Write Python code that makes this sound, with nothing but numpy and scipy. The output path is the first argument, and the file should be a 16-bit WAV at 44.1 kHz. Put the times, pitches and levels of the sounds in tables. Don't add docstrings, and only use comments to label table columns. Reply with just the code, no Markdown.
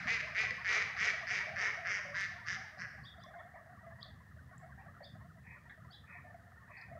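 import sys
import numpy as np
from scipy import signal
from scipy.fft import rfft, irfft, next_fast_len
from scipy.io import wavfile
from scipy.ndimage import map_coordinates

SR = 44100
rng = np.random.default_rng(int(sys.argv[2]) if len(sys.argv) > 2 else 0)


def pcm_store(signal):
    levels = np.round(np.clip(np.atleast_2d(signal), -1, 1) * 32767)
    wavfile.write(sys.argv[1], SR, levels.astype(np.int16).T)


N = 308259

# t/s, length/s, level/dB, loudest moment/0-1, swell/dB, top pitch/Hz, nominal throat f/Hz,
# low body/dB, rasp/dB, nasal ring/dB, moment of the ring/0-1
QUACKS = [(.066, .122, -34, 0.23, 4, 231.7, 2170, -15, -12, -34, 1),
          (.343, 0.14, -34, 0.4, 7, 221.5, 2150, -15, -14, -44.5, 0.7),
          (.640, .19, -33, 0.49, 7.5, 221.2, 2086, -11, -12.5, -21.5, 0.44),
          (.961, 0.17, -34, 0.57, 7, 218.3, 2052, -14, -12, -17.5, 0.34),
          (1.264, 0.17, -36.5, 0.47, 8, 212.7, 2035, -14.5, -13, -14.5, 0.2),
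          (1.554, .166, -36.5, 0.5, 5.5, 209.2, 1980, -11.5, -15.5, -15.5, 0.39),
          (1.845, .16, -37.5, 0.43, 4, 205.3, 1970, -15.5, -18, -13, 0.54),
          (2.137, .135, -38, .46, 5.5, 199, 1890, -21.5, -12, -24, .5),
          (2.452, .125, -40, .44, 6, 184, 1853, -20, -11, -12.5, .35),
          (2.768, .1, -45, .68, 2, 169.9, 1760, -19, -40, -10, 0.32)]
# t/s, length/s, level/dB
CLUCKS = [(0.194, 0.026, -38), (0.503, 0.014, -34.5), (0.814, 0.021, -35)]
# level/dB, attack/s
ATTACKS = [(-44, .04), (-40, .022), (-37, .004)]
# t/s, share of turbulent air at mid-call/0-1
HOARSENESS = [(.35, .025), (.64, .16), (1, .25), (1.55, .24), (2.15, .17), (2.8, .3)]
# f/Hz, level/dB
THROAT = [(1150, -30.5), (1330, -12.5), (1500, -5), (1720, -3), (1950, 9), (2130, 2), (2320, 6), (2600, -7),
          (2950, -13), (3400, -21.5)]
# f/Hz, level/dB
NASAL = [(4400, -10), (4950, -5.5), (5500, -2), (6100, -8), (6900, -24.5)]
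# f/Hz, level/dB
BODY = [(200, -13), (300, -18), (370, -2), (440, 4), (520, -1), (680, -3), (880, -3), (1080, -0.5),
        (1300, 9), (1500, -0.5), (1700, -13.5)]
# f/Hz, level/dB
RASP = [(2900, -1.5), (3550, -2.5), (4000, -1.5), (4600, -3), (5200, 2), (5700, -8.5), (6400, -4),
        (7300, -16), (8400, -31), (9900, -39.5), (13000, -46.5)]
# t/s, length/s, level/dB
FAR_QUACKS = [(5.421, 0.19, -56), (6.047, 0.19, -54), (6.669, 0.24, -54.5)]
# f/Hz, level/dB
FAR_VOICE = [(1000, 9.5), (1500, -34), (1800, 18.5), (2200, 7.5), (2550, 12.0), (2900, -49)]
# t/s, length/s, low voice f/Hz, level/dB, relative upper voice/dB, relative lead note/dB
CHIRPS = [(3.048, 0.053, 3600, -53, -21, -7), (3.206, 0.057, 3520, -63.5, -10, -7),
          (3.382, 0.027, 3510, -67.5, -20, -18), (4.008, 0.061, 3605, -56.5, -11, -11),
          (5.041, 0.045, 3630, -56.5, -19, -4), (5.919, 0.053, 3504, -58.5, -1.5, -2),
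          (6.766, .025, 4630, -65.5, -17, -20)]
# t/s, level/dB, f/Hz, length/s
HONKS = [(0.226, -48, 648, .06), (.51, -52.5, 533, 0.034), (1.21, -55, 655, .07),
         (1.467, -46.5, 613, 0.055), (1.499, -47.5, 663, 0.063), (1.774, -46, 694, 0.054),
         (2.052, -51.5, 596, 0.12), (2.323, -56, 698, 0.077), (2.566, -52.5, 765, 0.089),
         (3.259, -53.5, 717, 0.06), (3.347, -50.5, 714, 0.1), (3.44, -55.5, 657, 0.071),
         (3.539, -51, 679, 0.068), (3.66, -57.5, 630, 0.06), (3.865, -49.5, 665, 0.039),
         (4.626, -57, 696, 0.062), (4.791, -56, 766, 0.053), (5.005, -50.5, 689, 0.042),
         (6.241, -56, 717, 0.06), (6.344, -51.5, 680, 0.025), (6.914, -48, 683, 0.039),
         (6.952, -49.5, 635, 0.037)]
# t/s, level/dB (15 below the peak), centre f/Hz, width/Hz, t60/s
TICKS = [(0.055, -54.5, 186, 149, 0.0076), (2.209, -64, 7160, 8200, 0.0087),
         (3.237, -65, 5410, 1510, 0.011), (4.029, -51.5, 4520, 1350, 0.0063),
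         (4.58, -70.5, 7470, 1210, 0.01), (5.696, -61, 1770, 586, 0.18), (5.695, -74.5, 3630, 700, 0.11),
         (6.519, -68, 1350, 900, 0.011), (6.812, -67, 4640, 1150, 0.059)]
# t/s, level/dB
FLOCK_LEVEL = [(0, -53), (1.499, -51), (2.949, -58.5), (3.6, -58.5), (4.4, -63.5), (4.85, -60),
               (5.3, -64.5), (6.99, -61.5)]
# f/Hz, level/dB
CHATTER = [(180, -34.5), (300, -23), (505, -20.5), (600, -6), (710, -0.5), (857, -11), (1070, -3.5),
           (1360, -3.5), (1470, -5.5), (1850, 8), (2340, -24), (3000, -33.5), (3900, -54), (6600, -120)]
# f/Hz, t60/s
WOODS_T60 = [(200, 0.17), (700, 0.57), (2000, 0.55), (5000, 0.52), (9000, 0.3)]
# f/Hz, level/dB
LINGERING = [(1200, -11.5), (1700, -1.5), (2300, -5.0), (3000, -24.5), (5200, -21.0), (6800, -35.0)]
# t/s, level/dB
RUMBLE_LEVEL = [(0, -49.5), (.25, -55.5), (1.2, -57.5), (2.25, -59), (2.6, -58), (5.3, -57.5), (6.1, -60.5),
                (6.99, -59)]
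# f/Hz, level/dB
RUMBLE = [(25, -32), (40, -15.5), (50, -25), (65, -1), (85, 0.5), (135, -0.5), (210, -7.5), (300, -23),
          (400, -38.5)]
# f/Hz, level/dB
HISS = [(100, -4.5), (500, 8.5), (1500, -23), (2600, -6), (6000, -10), (12000, -13.5), (15500, -14)]


def duck():
    out = np.zeros(N)
    for s, *call in QUACKS:
        add(out, s, quack(*call, hoarse=lookup(HOARSENESS, s)))
    for s, length, db in CLUCKS:
        cluck = quack(length, db, loudest=.5, swell_db=2.5, top_hz=194.5, throat_hz=1946, body_db=-15.5,
                      rasp_db=-13, nasal_db=-33, nasal_at=.5, hoarse=lookup(HOARSENESS, s))
        add(out, s, cluck)
    return out


def quack(length, db, loudest, swell_db, top_hz, throat_hz, body_db, rasp_db, nasal_db, nasal_at,
          hoarse, rise_s=.036, release_s=.011):
    u = progress(length)
    t = u * length
    rough = hoarse * (.25 + .75 * np.sin(np.pi * u))
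    contour = 1 - .36 * np.exp(-t / rise_s) - .24 * u ** 3
    pitch = top_hz * contour / contour.max() * (1 + rough * wobble(60, len(u)) / 10)
    source, airy = syrinx(pitch, rough), syrinx(pitch, rough + .42)
    glide = arch(u, .83, .94, .9)
    damped = [(hz, level * (1 - .6 * hoarse)) for hz, level in THROAT]
    throat = resonate(source, damped, glide * throat_hz / 1950)
    nasal_glide = 1 - .13 * np.exp(-t / .024)
    nasal = resonate(airy, NASAL, nasal_glide) * np.exp(-((u - nasal_at) / .43) ** 2)
    body = shaped(syrinx(pitch, rough + .25), BODY) * swell(u, at=.69, fall_db=9)
    hollow_db = min(db + 33.5, 0)
    rasp = resonate(airy, RASP, np.sqrt(glide))
    rasp = colour(rasp, lambda hz: amp(hollow_db * np.exp(-((hz - 4160) / 89) ** 2)))
    rasp *= swell(u, at=.58, fall_db=5)
    voice = throat + amp(nasal_db) * nasal + amp(body_db) * body + amp(rasp_db) * rasp
    edges = np.clip(np.minimum(t / lookup(ATTACKS, db), (length - t) / release_s), 0, 1)
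    return amp(db) * swell(u, loudest, swell_db) * edges * voice


def syrinx(pitch, rough, jitter=.00054):
    n = len(pitch)
    rough = np.clip(rough, .01, .95) * np.ones(n)
    phase = np.cumsum(pitch) / SR
    beats = np.flatnonzero(np.diff(np.floor(phase)))
    timing, strength = rng.standard_normal((len(beats), 2)).T
    beats = np.clip(beats + rough[beats] * jitter * SR * timing, 0, n - 1).astype(int)
    uneven_db = 1 + 4 * rough[beats]
    slaps = np.bincount(beats, amp(uneven_db * strength), n)
    puffs = np.exp(-2 * (phase % 1)) * rng.standard_normal(n)
    return np.sqrt(1 - rough) * unit(slaps) + np.sqrt(rough) * unit(puffs)


def resonate(source, spectrum, shift):
    clock = np.cumsum(shift)
    positions = np.interp(np.arange(int(clock[-1]) + 1), clock, np.arange(len(source)))
    warped = map_coordinates(source, [positions])
    filtered = colour(warped, lambda hz: band(spectrum, hz))
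    return unit(map_coordinates(filtered, [clock], mode="nearest"))


def far_duck():
    out = np.zeros(N)
    for s, length, db in FAR_QUACKS:
        u = progress(length)
        source = syrinx(pitch=arch(u, 185, 218, 190), rough=.35)
        add(out, s, amp(db) * shaped(source, FAR_VOICE) * np.abs(np.sin(np.pi * u)) ** 1.66)
    return out


def songbird(lead_hz=4750, upper_ratio=1.12):
    out, lead_u = np.zeros(N), progress(.0345)
    for s, length, hz, db, upper_db, lead_db in CHIRPS:
        u = progress(length)
        pitch = hz * arch(u, .87, 1, .89)
        note = quaver(pitch) + amp(upper_db) * quaver(pitch * upper_ratio)
        add(out, s, amp(db) * note * np.sqrt(np.abs(np.sin(np.pi * u))))
        lead = quaver(lead_hz * (1 + .22 * (lead_u - .5)))
        add(out, s - .016, amp(db + lead_db) * lead * np.sin(np.pi * lead_u))
    return out


def quaver(hz):
    return tone(hz * (1 + .027 * wobble(400, len(hz)))) * amp(2.5 * wobble(200, len(hz)))


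def waterfowl():
    out = np.zeros(N)
    for s, db, hz, length in HONKS:
        add(out, s, amp(db) * honk(hz, length, second_db=-32, third_db=-13, waver=.06))
    return out


def honk(hz, length, second_db, third_db, waver):
    u = progress(length)
    pitch = hz * (1 + waver * wobble(99.4, len(u)))
    note = tone(pitch) + amp(second_db) * tone(2 * pitch) + amp(third_db) * tone(3 * pitch)
    return note * np.sin(np.pi * u ** .39)


def twigs():
    out, t = np.zeros(N), np.arange(SR // 20) / SR
    for s, db, hz, width, t60 in TICKS:
        crack = rng.standard_normal(len(t)) * amp(-60 * t / t60)
        tick = colour(crack, lambda f: 1 / (1 + (2 * (f - hz) / width) ** 4))
        add(out, s, amp(db + 15) * tick / np.abs(tick).max())
    return out


def flock(count=380):
    calls = np.zeros(N)
    for when, pitch, size in rng.random((count, 3)):
        call = honk(560 + 900 * pitch ** 1.5, length=.035, second_db=-6, third_db=-12, waver=.05)
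        add(calls, when * N / SR, amp(11 * size) * call)
    chatter = shaped(calls, CHATTER) + amp(-2.5) * noise(CHATTER)
    return amp(lookup(FLOCK_LEVEL, np.arange(N) / SR)) * unit(chatter)


def trunks(x, t60=.29):
    t = np.arange(SR // 4) / SR
    echoes = rng.standard_normal(len(t)) * (rng.random(len(t)) < .02)
    echoes *= (t > .004) * amp(-60 * t / t60)
    return signal.fftconvolve(x, echoes / np.linalg.norm(echoes))[:N]


def woods(x, rise_s=.09):
    out, hop = np.zeros(N), SR // 3
    for i in range(0, N, hop):
        hz, t, scatter = signal.stft(rng.standard_normal(SR), SR, nperseg=256)
        decay = amp(-60 * t / along(WOODS_T60, hz)[:, None])
        _, tail = signal.istft(scatter * decay * (1 - np.exp(-t / rise_s)), SR, nperseg=256)
        add(out, i / SR, signal.fftconvolve(x[i:i + hop], tail / np.linalg.norm(tail)))
    return out


def lingering_ring(db=-45, fade_db_per_s=22):
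    return noise(LINGERING) * amp(db - fade_db_per_s * np.arange(N) / SR)


def air(flutter_db=2.5, hiss_db=-75.5):
    rumble = unit(noise(RUMBLE) * amp(flutter_db * wobble(13, N)))
    return amp(lookup(RUMBLE_LEVEL, np.arange(N) / SR)) * rumble + amp(hiss_db) * noise(HISS)


def amp(db):
    return 10 ** (np.asarray(db) / 20)


def unit(x):
    return x / np.sqrt(np.mean(x ** 2) + 1e-20)


def lookup(points, x):
    return np.interp(x, *np.transpose(points))


def along(points, hz):
    f, values = np.transpose(points)
    return np.interp(np.log(hz + 1e-3), np.log(f), values)


def band(points, hz):
    octaves_out = np.abs(np.log2((hz + 1e-3) / np.clip(hz + 1e-3, points[0][0], points[-1][0])))
    return amp(along(points, hz) - 60 * octaves_out)


def colour(x, gain):
    m = 2 * next_fast_len(len(x) // 2 + 4096)
    cepstrum = irfft(np.log(np.maximum(gain(np.fft.rfftfreq(m, 1 / SR)), 1e-6)))
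    cepstrum[1:m // 2] *= 2
    cepstrum[m // 2 + 1:] = 0
    return irfft(rfft(x, m) * np.exp(rfft(cepstrum)), m)[:len(x)]


def shaped(x, spectrum):
    return unit(colour(x, lambda hz: band(spectrum, hz)))


def noise(spectrum):
    return shaped(rng.standard_normal(N), spectrum)


def wobble(rate, size):
    knots = rng.standard_normal(int(size * rate / SR) + 4)
    return map_coordinates(knots, [np.arange(size) * rate / SR])


def progress(length):
    return np.linspace(0, 1, int(length * SR))


def arch(u, first, top, last):
    return top + (np.where(u < .5, first, last) - top) * (2 * u - 1) ** 2


def swell(u, at, fall_db):
    return amp(-fall_db * (2 * (u - at)) ** 2)


def tone(hz):
    return np.sin(2 * np.pi * np.cumsum(hz) / SR)


def add(track, s, x):
    i = max(round(s * SR), 0)
    track[i:i + len(x)] += x[:max(N - i, 0)]


def scene():
    near, far, bird, ticks = duck(), far_duck() + waterfowl(), songbird(), twigs()
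    direct = near + far + bird + ticks
    early = trunks(amp(-13.5) * near + amp(-5) * far + amp(-4) * bird + amp(-8) * ticks)
    late = woods(amp(-9) * near + amp(-21) * far + amp(-24.5) * bird)
    return (direct + early + late + lingering_ring() + flock() + air())[None]


def record(dry):
    m, top_hz = next_fast_len(N + SR // 2), 15750
    return irfft(rfft(dry, m) * (np.fft.rfftfreq(m, 1 / SR) < top_hz), m)[..., :N]


dry = scene()
out = record(dry)
pcm_store(out)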